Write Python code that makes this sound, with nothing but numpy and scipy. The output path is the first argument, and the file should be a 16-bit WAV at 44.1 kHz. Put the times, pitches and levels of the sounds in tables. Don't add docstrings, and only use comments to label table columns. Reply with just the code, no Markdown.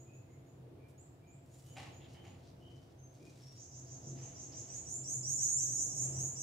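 import sys
import numpy as np
from scipy import signal
from scipy.fft import rfft, irfft, next_fast_len
from scipy.io import wavfile

SR = 44100
rng = np.random.default_rng(int(sys.argv[2]) if len(sys.argv) > 2 else 0)


def file_out(sig):
    cols = np.atleast_2d(sig).T
    lim = np.clip(cols, -1, 1)
    pcm = np.round(lim * 32767).astype(np.int16)
    wavfile.write(sys.argv[1], SR, pcm)


N = 283122
TIME = np.arange(N) / SR

# time in seconds, level in dB before the rumble's trim.
RUMBLE_SWELL = [(0.0, -61), (1.66, -63), (1.77, -57.5), (3.59, -63), (4.08, -57), (5.63, -59),
                (6.24, -51.5), (6.42, -59)]
# frequency in Hz, relative gain in dB.
RUMBLE_COLOUR = [(15, -69), (25, -37), (91, -4.5), (128, 1.5), (142, -1), (162, -11), (195, -21),
                 (264, -13), (346, -15), (423, -20), (501, -18), (583, -23), (679, -17.5), (738, -23.5),
                 (1400, -38), (1820, -42), (3080, -120)]
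# frequency in Hz, width in Hz, level in dB.
ROOM_MODES = [(100.4, 60, -76.5), (178.7, 17, -70.5), (273.5, 4.5, -75), (343.6, 4.7, -70.5)]
# frequency in Hz, relative gain in dB.
AIR_COLOUR = [(300, -6), (1000, 0), (1600, -3), (2600, -3.5), (4500, -9.5), (8000, -13.5), (15500, -15.5)]
# frequency in Hz, left-right correlation.
EAR_LIKENESS = [(60, .99), (150, .98), (280, .78), (500, .42), (1000, -.1), (2500, 0), (16000, 0)]
# time in seconds, level in dB before the hum's trim and throb.
HUM_SWELL = [(0, -60), (.7, -58.5), (1.2, -64.5), (1.95, -54), (2.5, -61.5), (3.8, -56.5), (4.16, -44.5),
             (4.38, -57.5), (5.35, -50.5), (5.8, -54.5), (6.13, -40), (6.42, -55)]
# start in seconds, middle pitch in Hz, level in dB.
FAR_WHISTLES = [(0.045, 2500, -73.5), (.26, 2135, -79), (.76, 2344, -76), (1.2, 2353, -75),
                (1.629, 2970, -74), (2.1, 3020, -68.5), (2.59, 2990, -67.5), (2.96, 6300, -68),
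                (3.175, 2393, -71.5), (3.39, 5520, -63)]
# start in seconds, length in seconds, centre in Hz, level in dB.
PUSHES = [(0.447, 0.52, 366, -61.5), (1.777, 0.28, 228, -66), (3.148, 0.19, 322, -61),
          (4.021, 0.18, 226, -55)]
# start in seconds, length in seconds, centre in Hz, level in dB.
HISSES = [(.86, .08, 8000, -76), (1.441, .36, 6900, -69), (1.99, .093, 3060, -64.5),
          (2.076, 0.09, 5170, -66), (2.378, .18, 4730, -70), (2.497, 0.53, 5100, -76),
          (3.06, .66, 5550, -67.5), (3.299, 2.4, 4700, -73.5)]
# start in seconds, level in dB before a lift of 3 dB.
TICKS = [(1.461, -68), (1.588, -68), (1.653, -64), (1.697, -68), (1.918, -69), (2.136, -67), (3.14, -69)]
# start in seconds, time to fall 60 dB in seconds, level in dB.
RUBS = [(1.753, 0.58, -48), (2.0, 1.05, -72), (2.142, 0.28, -63.5), (2.235, 0.46, -59.5), (3.4, 0.081, -69),
        (4.15, 1.14, -62.5), (4.49, 0.97, -69), (4.67, 0.7, -69), (5.95, 2.7, -68.5)]
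# frequency in Hz, relative gain in dB.
RUB_COLOUR = [(240, -53), (400, -33), (593, -2), (867, 1.5), (1010, -14), (1090, -13.5), (3010, -5),
              (3450, -12), (6820, -17), (15000, -38.5)]
# frequency in Hz, width in Hz, relative gain in dB.
BOWL_MODES = [(778, 15, 3.5), (1110, 62, 9.5), (1950, 200, -1), (2410, 100, -3), (3220, 59, -58),
              (5430, 63, -23)]
# start in seconds, length in seconds, end pitch in Hz, level in dB.
PEEPS = [(0.0, 0.015, 7370, -59), (0.132, 0.032, 7130, -66), (.3, 0.043, 7190, -73),
         (0.461, .044, 7180, -74.5), (0.976, 0.038, 7920, -62), (1.268, .085, 7850, -69.5),
         (1.504, .077, 7520, -70.5), (1.681, 0.076, 7200, -66.5), (1.922, .074, 7120, -66),
         (2.214, 0.096, 6900, -73)]
TRILL_STARTS = [3.552, 3.7, 3.855, 4.022, 4.171, 4.339, 4.512, 4.678, 4.851, 5.032, 5.22, 5.428, 5.65,
                5.885, 6.115, 6.35]
# time in seconds, level in dB.
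TRILL_LEVEL = [(3.55, -54.5), (4.17, -52.5), (4.55, -48), (5.2, -36.5), (5.42, -35), (5.9, -41),
               (6.36, -43.5)]

AIR_DB = -73.3
THROB_GAP_S, THROB_CREST_S, THROB_DB, UNSTEADY_DB = .355, 4.9, 3, 2.5
WHISTLE_S = .135
HISS_WIDTH_HZ, HISS_MIDDLE_HZ = 4000, 4770
CLUMP_DB, CLUMP_RATE_HZ = 2.2, 40
RUB_RISE_SHARE = .041
PEEP_FOOT_HZ = 6620
PAUSE_S = .052
SCATTER = .0201
SOFT_DB, EFFORT_RANGE_DB = -52, 10
TRILL_FOOT_HZ, SOFT_TOP_HZ, LOUD_TOP_HZ = 5360, 6695, 7370
UPPER_VOICE_DB = -11
ANSWER_COUNT, ANSWER_START_S, ANSWER_GAP_S = 6, 5.374, .195
ANSWER_LENGTH_S, ANSWER_FOOT_HZ, ANSWER_TOP_HZ = .093, 5420, 6935
ANSWER_DB, ANSWER_STEP_DB = -33.5, -1.92
BEAK_HZ, BEAK_WIDTH_HZ = 12900, 1700
SONG_T60_S, SONG_WET_DB, SONG_LAG_SAMPLES, SONG_AIMED = .52, 7, 19, .12
EDGE_HZ = 15700


def gain_of(db):
    return 10 ** (np.asarray(db) / 20)


def evened(x):
    return x / np.sqrt(np.mean(x ** 2) + 1e-20)


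def read(points, hz):
    f, value = np.transpose(points)
    return np.interp(np.log(hz + 1), np.log(f + 1), value)


def level_over_time(points):
    return np.interp(TIME, *np.transpose(points))


def add(mix, s, sound):
    part = mix[round(s * SR):][:len(sound)]
    part += sound[:len(part)]


def coloured(x, shape):
    size = next_fast_len(N)
    spectrum = rfft(x, size) * shape(np.fft.rfftfreq(size, 1 / SR))
    return evened(irfft(spectrum, size)[..., :N])


def bell(f, hz, width):
    return 1 / (1 + (2 * (f - hz) / width) ** 2)


def wander(rate_hz):
    return coloured(rng.standard_normal(N), lambda f: np.exp(-(f / rate_hz) ** 2))


def diffuse(shape):
    size = next_fast_len(N)
    f = np.fft.rfftfreq(size, 1 / SR)
    a, b = rfft(rng.standard_normal((2, size)))
    same = read(EAR_LIKENESS, f)
    ears = np.array([a, same * a + np.sqrt(1 - same ** 2) * b])
    return evened(irfft(ears * shape(f), size)[:, :N])


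def room(x, t60, wet_db, lag=0, aimed=0):
    t = TIME[:SR]
    taps = rng.standard_normal((3, SR)) * (rng.random((3, SR)) < 4000 / SR)
    taps *= gain_of(-60 * t / t60) * (1 - np.exp(-t / .00064))
    taps /= np.linalg.norm(taps, axis=1, keepdims=True)
    tail = gain_of(wet_db) * signal.fftconvolve(x[None], taps, axes=1)[:, :N]
    front = x + np.sqrt(aimed) * tail[2]
    ears = np.array([np.interp(TIME - lag / SR, TIME, front), front])
    return (ears + np.sqrt(1 - aimed) * tail[:2]) / np.hypot(1, gain_of(wet_db))


def grains(per_s, spread_db):
    hits = rng.standard_normal(N) * (rng.random(N) < per_s / SR)
    size_db = spread_db * np.minimum(rng.exponential(1, N), 4)
    return evened(hits * gain_of(size_db))


def syllable(length, first_hz, last_hz, arch, waver, rough, rasp_hz, overtone_db=-60, edge=.5):
    u = np.linspace(0, 1, int(length * SR))
    hz = first_hz + (last_hz - first_hz) * (u + arch * u * (1 - u))
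    hz = hz * (1 + waver * np.interp(u, np.linspace(0, 1, 64), rng.standard_normal(64)))
    phase = 2 * np.pi * np.cumsum(hz) / SR
    low_pass = signal.butter(3, rasp_hz, fs=SR)
    rasp = evened(signal.lfilter(*low_pass, rng.standard_normal((2, SR // 4)))[:, :len(u)])
    tone = np.sin(phase) + rough * (rasp[0] * np.sin(phase) + rasp[1] * np.cos(phase))
    overtone = gain_of(overtone_db) * bell(2 * hz, BEAK_HZ, BEAK_WIDTH_HZ) * np.sin(2 * phase)
    return (tone + overtone) * signal.windows.tukey(len(u), edge)


def rumble(trim_db=3, dip=.49):
    swell = gain_of(level_over_time(RUMBLE_SWELL))
    body = diffuse(lambda f: gain_of(read(RUMBLE_COLOUR, f)) * (1 - dip * bell(f, 125, 60)))
    modes = sum(gain_of(db) * diffuse(lambda f: bell(f, hz, width)) for hz, width, db in ROOM_MODES)
    air = evened(swell) ** .4 * diffuse(lambda f: gain_of(read(AIR_COLOUR, f)))
    return gain_of(trim_db) * swell * body + evened(swell) * modes + gain_of(AIR_DB) * air


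def hum(hz=130, waver_hz=4.4, trim_db=-3.5):
    phase = 2 * np.pi * np.cumsum(hz + waver_hz * wander(rate_hz=13.73)) / SR
    throb_db = THROB_DB * np.cos(2 * np.pi * (TIME - THROB_CREST_S) / THROB_GAP_S)
    throb_db += UNSTEADY_DB * wander(rate_hz=10)
    return gain_of(trim_db + level_over_time(HUM_SWELL) + throb_db) * evened(np.sin(phase))


def far_birds():
    song = np.zeros(N)
    for s, hz, db in FAR_WHISTLES:
        note = syllable(WHISTLE_S, hz - 80, hz + 75, arch=.8, waver=.013, rough=.4, rasp_hz=150, edge=.7)
        add(song, s, gain_of(db) * evened(note))
    return room(song, t60=.65, wet_db=8)


def pushes():
    out = np.zeros(N)
    for s, length, hz, db in PUSHES:
        n = int(length * SR)
        give = coloured(rng.standard_normal(N), lambda f: bell(f, hz, .82 * hz))
        add(out, s, gain_of(db) * give[:n] * signal.windows.tukey(n, .8))
    return room(out, t60=.4, wet_db=-3)


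def flour():
    out = np.zeros(N)
    clumps = evened(gain_of(CLUMP_DB * wander(CLUMP_RATE_HZ)))
    for s, length, hz, db in HISSES:
        n = int(length * SR)
        width = HISS_WIDTH_HZ * (hz / HISS_MIDDLE_HZ) ** 2
        hiss = coloured(grains(per_s=2500, spread_db=3), lambda f: bell(f, hz, width))
        add(out, s, gain_of(db) * hiss[:n] * np.sqrt(np.hanning(n)))
    out *= clumps
    snap = coloured(rng.standard_normal(N), lambda f: bell(f, 6200, 21000))
    t = TIME[:1024]
    for k, (s, db) in enumerate(TICKS):
        fall = gain_of(db + 3 - 60 * t / .014)
        add(out, s, fall * snap[k * len(t):][:len(t)])
    return room(out, t60=.35, wet_db=-1)


def bowl_ring(f):
    return 1 + .7 * sum(gain_of(db) * bell(f, hz, width + 30) for hz, width, db in BOWL_MODES)


def rubs():
    force = np.zeros(N)
    for s, t60, db in RUBS:
        rise = RUB_RISE_SHARE * t60
        fall_db = np.minimum(-60 * (TIME - s - rise) / t60, 0)
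        force += gain_of(db + fall_db) * np.clip((TIME - s) / rise, 0, 1)
    slips = coloured(grains(per_s=4000, spread_db=2), lambda f: gain_of(read(RUB_COLOUR, f)) * bowl_ring(f))
    return room(force * slips, t60=.53, wet_db=-.5)


def swelled(note, start_db, end_db, crest=.49):
    u = np.linspace(0, 1, len(note))
    return evened(note * gain_of(np.interp(u, [0, crest, 1], [start_db, 0, end_db])))


def effort_of(db):
    return np.clip((db - SOFT_DB) / EFFORT_RANGE_DB, 0, 1)


def two_voices(length, first, last, db):
    effort = effort_of(db)
    ratio = 1.15 + effort * (1.26 - 1.15)
    rough = .71 + effort * (.14 - .71)
    overtone_db = -36 + effort * (-25 + 36)
    arch = rng.uniform(.35, .75)
    first, last = np.array([first, last]) * (1 + SCATTER * rng.uniform(-.994, 1, 2))
    lower = syllable(length, first, last, arch, waver=.011, rough=rough, rasp_hz=650,
                     overtone_db=overtone_db, edge=.2)
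    upper = syllable(length, first * ratio * 1.08, last * ratio, arch, waver=.009, rough=rough,
                     rasp_hz=400, edge=.2)
    both = swelled(lower, -11.5, -5, crest=.61) + gain_of(UPPER_VOICE_DB) * swelled(upper, -1.5, -8.5)
    return gain_of(db) * evened(both)


def peeps(song):
    for s, length, top, db in PEEPS:
        peep = syllable(length, PEEP_FOOT_HZ, top, arch=-.26, waver=.0084, rough=.29, rasp_hz=207,
                        overtone_db=-16, edge=.16)
        add(song, s, gain_of(db) * swelled(peep, -.5, 1.4, crest=.71))


def trill(song):
    gaps = np.diff(TRILL_STARTS)
    for s, gap in zip(TRILL_STARTS, [*gaps, gaps[-1]]):
        db = np.interp(s, *np.transpose(TRILL_LEVEL))
        top = SOFT_TOP_HZ + effort_of(db) * (LOUD_TOP_HZ - SOFT_TOP_HZ)
        add(song, s, two_voices(gap - PAUSE_S, TRILL_FOOT_HZ, top, db))


def answers(song):
    for k in range(ANSWER_COUNT):
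        call = two_voices(ANSWER_LENGTH_S, ANSWER_FOOT_HZ, ANSWER_TOP_HZ, ANSWER_DB + k * ANSWER_STEP_DB)
        add(song, ANSWER_START_S + k * ANSWER_GAP_S, call)


def near_birds():
    song = np.zeros(N)
    peeps(song)
    trill(song)
    answers(song)
    ears = room(song, t60=SONG_T60_S, wet_db=SONG_WET_DB, lag=SONG_LAG_SAMPLES, aimed=SONG_AIMED)
    return ears * gain_of([[-1.3], [1.3]])


def scene():
    return rumble() + hum() + far_birds() + pushes() + flour() + rubs() + near_birds()


def record(dry):
    low_pass = signal.firwin(511, EDGE_HZ, window=("kaiser", 9), fs=SR)
    return signal.oaconvolve(dry, low_pass[None], "same")


dry = scene()
out = record(dry)
file_out(out)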